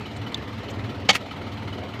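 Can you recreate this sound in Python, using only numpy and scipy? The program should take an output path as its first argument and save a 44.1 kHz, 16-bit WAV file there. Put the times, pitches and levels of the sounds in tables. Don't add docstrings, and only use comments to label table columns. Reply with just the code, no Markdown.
import sys
import numpy as np
from scipy import signal
from scipy.fft import rfft, irfft, next_fast_len
from scipy.io import wavfile
from scipy.ndimage import uniform_filter1d, map_coordinates

SR = 44100
rng = np.random.default_rng(int(sys.argv[2]) if len(sys.argv) > 2 else 0)


def bounce(signal):
    frames = np.transpose(np.atleast_2d(signal))
    limited = np.clip(frames, -1, 1)
    pcm = np.round(limited * 32767).astype(np.int16)
    wavfile.write(sys.argv[1], SR, pcm)


def invert_db(level):
    return 10 ** (np.asarray(level, dtype=float) / 20)


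N = 88200
T = np.arange(N) / SR

# t/s, rumble level/dB
SHAKE = [(0, -36.5), (.12, -43.5), (.25, -33), (.33, -39), (.42, -33), (.55, -43), (.67, -34), (.75, -35.5),
         (.86, -32), (.96, -35.5), (1.15, -40.5), (1.35, -39.5), (1.45, -34.5), (1.58, -39), (1.7, -37.5),
         (1.85, -36.5), (1.93, -40.5), (2, -36)]
# f/Hz, density level/dB per Hz
CABIN_RUMBLE = [(15, -71), (25, 2), (48, -7), (107, 6), (178, -7.5), (220, -4), (314, -3.5), (396, -8),
                (1000, -20), (1300, -21), (2200, -120)]
# f/Hz, density level/dB per Hz
BLOCK_WASH = [(210, -66), (350, 0), (891, -5.5), (1570, -11.5), (1840, -7.5), (3060, -12), (7660, -35.5),
              (12900, -52), (15400, -75)]
CABIN_PATCH_DB = 1
BLOCK_DB, BLOCK_PATCH_DB = -41, 3

# t/s, level/dB
BLOWER_HUM = [(0, -40), (.07, -44), (.22, -38), (.3, -43), (.38, -37.5), (.47, -46), (.56, -34.5),
              (.67, -47), (.72, -38.5), (.86, -38), (.93, -40.5), (1.0, -35.5), (1.15, -49), (1.34, -44.5),
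              (1.46, -37.5), (1.69, -39), (1.92, -46), (2, -37.5)]
BLOWER_HZ, BLOWER_OVERTONE_DB = 111.6, -6

# multiple of the firing rate/1, rms level/dB
FIRING_ORDERS = [(4, -45), (5, -41), (6, -51), (8, -49.5), (10, -49), (11, -49.5), (12, -52.5), (13, -55),
                 (14, -49), (15, -47), (16, -55), (18, -59), (21, -56.5), (26, -57.5), (37, -54.5),
                 (47, -55.5)]
FIRING_HZ, FIRST_FIRING_S = 19.16, .0535
TONE_WANDER_DB, TONE_DRIFT_RAD = 1, 0.18
BOOM_SHARE = .7

# t/s, level/dB
BITE = [(0, -2), (.27, 3.5), (.5, -4), (.7, 0), (.9, -3), (1.2, -5), (1.32, 1), (1.53, -1), (1.73, 3.5),
        (1.84, -1), (1.94, 1.5)]
# f/Hz, width/Hz, level/dB
KNOCK_MODES = [(658, 40, 2), (895, 182, 0.5), (1304, 156, 3.5), (2113, 246, -1), (3170, 280, -7),
               (4120, 260, -7)]
CYLINDER_DB = [
    [2, -1, 1, 1],
    [3, -1.2, 0, -0.99],
]
KNOCK_DB, KNOCK_RISE_S, KNOCK_T60_S, KNOCK_SCATTER_DB = -45.5, 0.0051, 0.1, 1.2
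VALVE_LAG, VALVE_DB = 0.46, -11.5
BITE_TO_KNOCK = .6

RING_CYLINDER_DB = [0, -9, -7, -7]
RING_HZ, RING_DB, RING_T60_S, RING_WAVER_RAD = 3010, -54, .06, 1.1

# f/Hz, density level/dB per Hz
CLATTER = [(2000, -28), (3500, 2), (5100, -8.5), (7000, -18), (9000, -29.5), (10800, -25.5), (12300, -19.5),
           (13800, -24.5), (15500, -40)]
CLATTER_DB, CLATTER_RISE_S, CLATTER_T60_S = -54.5, 0.0076, 0.16
CLATTER_SCATTER_DB, CLATTER_PATCH_DB = -1, 1

# t/s, level/dB, half length/s, f/Hz
RUSTLES = [
    (0.17, -54, 0.0079, 7500),
    (0.323, -54, 0.0016, 7400),
    (0.709, -49, 0.0088, 6560),
    (.706, -60, .007, 12500),
]
RUSTLE_WIDTH_HZ = 1700

# f/Hz, level/dB, t60/s
TICK_MODES = [(3600, 0, .012), (3950, -11, .02), (4330, -6, .008), (6290, -19, .01), (7320, -20, .01)]
# delay t/s, level/dB
TICK_ECHOES = [
    (0, -15),
    (.0011, 0),
    (.0037, -14),
    (.0057, -17),
    (.0085, -19),
    (.0125, -27),
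]
TICK_S, TICK_RISE_S, TICK_DB = .3435, .0004, -10
TICK_LOW_HZ = 2900
TICK_CRACK_DB, TICK_CRACK_T60_S, TICK_CRACK_HZ = -29, 0.013, 8000

# t/s, rattle level/dB
SNAP = [
    (1.085, -45),
    (1.0875, -33),
    (1.0895, -13.5),
    (1.094, -10),
    (1.1, -11.5),
    (1.106, -13),
    (1.114, -22),
    (1.123, -40),
    (1.135, -31),
]
# t/s, rattle level/dB
SETTLE = [
    (1.125, -42),
    (1.137, -29),
    (1.144, -29),
    (1.151, -23),
    (1.1555, -14.5),
    (1.159, -20.5),
    (1.167, -27.5),
    (1.175, -36),
    (1.19, -55),
]
# f/Hz, density level/dB per Hz
SNAP_CRACK = [(300, -33), (450, -10), (820, -13), (1500, -19.5), (2400, -9), (7000, -18.5), (8300, -33),
              (13500, -49), (15500, -56)]
# f/Hz, density level/dB per Hz
SETTLE_CRACK = [(400, -13), (900, -13.5), (1300, -9.5), (2600, -4.5), (3600, -13), (6500, -18), (8300, -25),
                (13500, -32.5), (15500, -37)]
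# f/Hz, width/Hz, level/dB
LEVER_BODY = [(776, 44, -14), (1230, 81, -4), (1917, 45, -2), (2150, 45, -3), (2182, 42, 7),
              (2740, 35, -20), (2985, 70, -2), (3200, 27, 2.5), (3360, 15, -1.5), (3740, 28, 0.5),
              (4485, 54, -6), (6110, 81, -10)]
# f/Hz, level/dB, t60/s
HOUSING = [(193, -21.5, 0.13), (431, -22.5, 0.072), (514, -28, 0.081), (573, -25.5, 0.091),
           (786.3, -13.5, 0.081), (852, -18, 0.094)]
# f/Hz, level/dB, t60/s
STOP = [(1290, -21, 0.026), (2700, -16.5, 0.016), (3300, -21, 0.011)]
LEVER_WIDEN, SNAP_RING_DB, SETTLE_RING_DB = 1.5, 0.5, -19
CONTACTS_PER_S, CONTACT_SPREAD_DB = 9000, 1.5
THUD_S, STOP_S = 1.089, 1.1548

MIC_LOW_HZ, MIC_TOP, TOP_HZ = 42.7, 1, 15750


def unit(x):
    return x / np.sqrt(np.mean(x ** 2) + 1e-20)


def curve(rows):
    s, v = np.transpose(rows)
    return np.interp(T, s, v)


def wobble(rate):
    return map_coordinates(rng.standard_normal(200), [np.arange(N) * rate / SR])


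def filtered(x, response):
    m = next_fast_len(N + SR // 2)
    return irfft(rfft(x, m) * response(np.fft.rfftfreq(m, 1 / SR)), m)[:N]


def colour(points):
    f, db = np.transpose(points)
    return lambda hz: invert_db(np.interp(np.log(hz + 1), np.log(f + 1), db))


def resonant(modes, widen=1):
    def response(f):
        total = 0
        for k, (centre, width, db) in enumerate(modes):
            damping = 1j * f * width * widen
            total = total + (-1) ** k * invert_db(db) * damping / (centre ** 2 - f * f + damping)
        return total
    return response


def ring_down(modes, since):
    return sum(invert_db(db - 60 * since / t60) * np.sin(2 * np.pi * hz * since) for hz, db, t60 in modes)


def rush(spectrum, patchy_db):
    z = signal.stft(rng.standard_normal(N), nperseg=512)[2]
    field = uniform_filter1d(rng.standard_normal(z.shape), size=4, axis=0)
    field = uniform_filter1d(field, size=12, axis=1)
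    noise = signal.istft(z * invert_db(patchy_db * unit(field)), nperseg=512)[1][:N]
    return unit(filtered(noise, colour(spectrum)))


def unsteady_tone(hz, db):
    phase = 2 * np.pi * (hz * T + rng.random()) + TONE_DRIFT_RAD * wobble(3.3)
    return np.sqrt(2) * invert_db(db) * np.sin(phase)


def firings(cylinder_db, scatter_db, rise_s, t60_s, lag=0):
    turns = (T - FIRST_FIRING_S) * FIRING_HZ - lag + 4
    size = invert_db(np.resize(cylinder_db, 64) + scatter_db * rng.standard_normal(64))
    k = turns.astype(int)
    since = turns % 1 / FIRING_HZ

    def shape(s):
        return (1 - np.exp(-(s / rise_s) ** 2)) * invert_db(-60 * s / t60_s)
    return size[k] * shape(since) + size[k - 1] * shape(since + 1 / FIRING_HZ)


def rumble_and_wash():
    rumble = invert_db(curve(SHAKE)) * rush(CABIN_RUMBLE, CABIN_PATCH_DB)
    return rumble + invert_db(BLOCK_DB) * rush(BLOCK_WASH, BLOCK_PATCH_DB)


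def blower():
    hum_db = curve(BLOWER_HUM)
    hum = unsteady_tone(BLOWER_HZ, hum_db)
    return hum + unsteady_tone(2 * BLOWER_HZ, hum_db + BLOWER_OVERTONE_DB)


def firing_boom():
    hum_db = curve(BLOWER_HUM)
    swell = BOOM_SHARE * (hum_db - hum_db.mean())
    boom = np.zeros(N)
    for k, db in FIRING_ORDERS:
        level = db + TONE_WANDER_DB * wobble(3.5) + swell * (k < 7)
        boom += unsteady_tone(k * FIRING_HZ, level)
    return boom


def combustion_knock():
    blows = firings(CYLINDER_DB[0], KNOCK_SCATTER_DB, KNOCK_RISE_S, KNOCK_T60_S)
    valves = firings([0], KNOCK_SCATTER_DB, KNOCK_RISE_S, KNOCK_T60_S, lag=VALVE_LAG)
    blows = blows + invert_db(VALVE_DB) * valves
    knock = unit(filtered(blows * rng.standard_normal(N), resonant(KNOCK_MODES)))
    return invert_db(KNOCK_DB + BITE_TO_KNOCK * curve(BITE)) * knock


def ringing_part():
    wavering = np.sin(2 * np.pi * RING_HZ * T + RING_WAVER_RAD * wobble(55))
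    ring = unit(firings(RING_CYLINDER_DB, 1.7, 0.0042, RING_T60_S) * wavering)
    return invert_db(RING_DB + curve(BITE)) * ring


def injector_clatter():
    pulses = firings(CYLINDER_DB[1], CLATTER_SCATTER_DB, CLATTER_RISE_S, CLATTER_T60_S)
    return invert_db(CLATTER_DB) * unit(pulses * rush(CLATTER, CLATTER_PATCH_DB))


def rustles():
    total = np.zeros(N)
    for s, db, half, hz in RUSTLES:
        brush = filtered(rng.standard_normal(N), lambda f: np.exp(-((f - hz) / RUSTLE_WIDTH_HZ) ** 2))
        total += invert_db(db) * np.exp(-((T - s) / half) ** 2) * unit(brush)
    return total


def switch():
    t = np.maximum(T - TICK_S, 0)
    crack = unit(filtered(rng.standard_normal(N), lambda f: f ** 4 / (f ** 4 + TICK_CRACK_HZ ** 4)))
    crack = invert_db(TICK_CRACK_DB - 60 * t / TICK_CRACK_T60_S) * crack
    onset = 1 - np.exp(-(t / TICK_RISE_S) ** 2)
    tick = invert_db(TICK_DB) * (ring_down(TICK_MODES, t) + crack) * onset

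    def path(f):
        echoes = sum(invert_db(db) * np.exp(-2j * np.pi * f * s) for s, db in TICK_ECHOES)
        return f ** 6 / np.sqrt(f ** 12 + TICK_LOW_HZ ** 12) * echoes
    return filtered(tick, path)


def rattle(stroke, crack, ring_db):
    hits = (rng.random(N) < CONTACTS_PER_S / SR) * rng.standard_normal(N)
    hits = hits * invert_db(CONTACT_SPREAD_DB * rng.exponential(size=N))
    push = invert_db(curve(stroke)) * (T > stroke[0][0]) * (T < stroke[-1][0])

    def through(response):
        return filtered(hits * push, response) / np.sqrt(np.mean(filtered(hits, response) ** 2))
    ring = invert_db(ring_db) * through(resonant(LEVER_BODY, LEVER_WIDEN))
    return 0.71 * (through(colour(crack)) + ring)


def lever():
    snap = rattle(SNAP, SNAP_CRACK, SNAP_RING_DB)
    since = np.maximum(T - THUD_S, 0)
    thud = ring_down(HOUSING, since) * (1 - np.exp(-since / 0.002))
    settle = rattle(SETTLE, SETTLE_CRACK, SETTLE_RING_DB)
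    stop = ring_down(STOP, np.maximum(T - STOP_S, 0))
    return snap + thud + settle + stop


def scene():
    engine = rumble_and_wash() + firing_boom() + combustion_knock() + ringing_part() + injector_clatter()
    return (engine + blower() + rustles() + switch() + lever())[None]


def top_cut(x):
    return signal.sosfilt(signal.butter(12, 15530, fs=SR, output="sos"), x)


def record(dry):
    x = filtered(dry[0], lambda f: (1j * f / (MIC_LOW_HZ + 1j * f)) ** 3 * (f < TOP_HZ))
    rounded = x / (1 + np.abs(x / MIC_TOP) ** 6) ** (1 / 6)
    return top_cut(rounded[None])


dry = scene()
out = record(dry)
bounce(out)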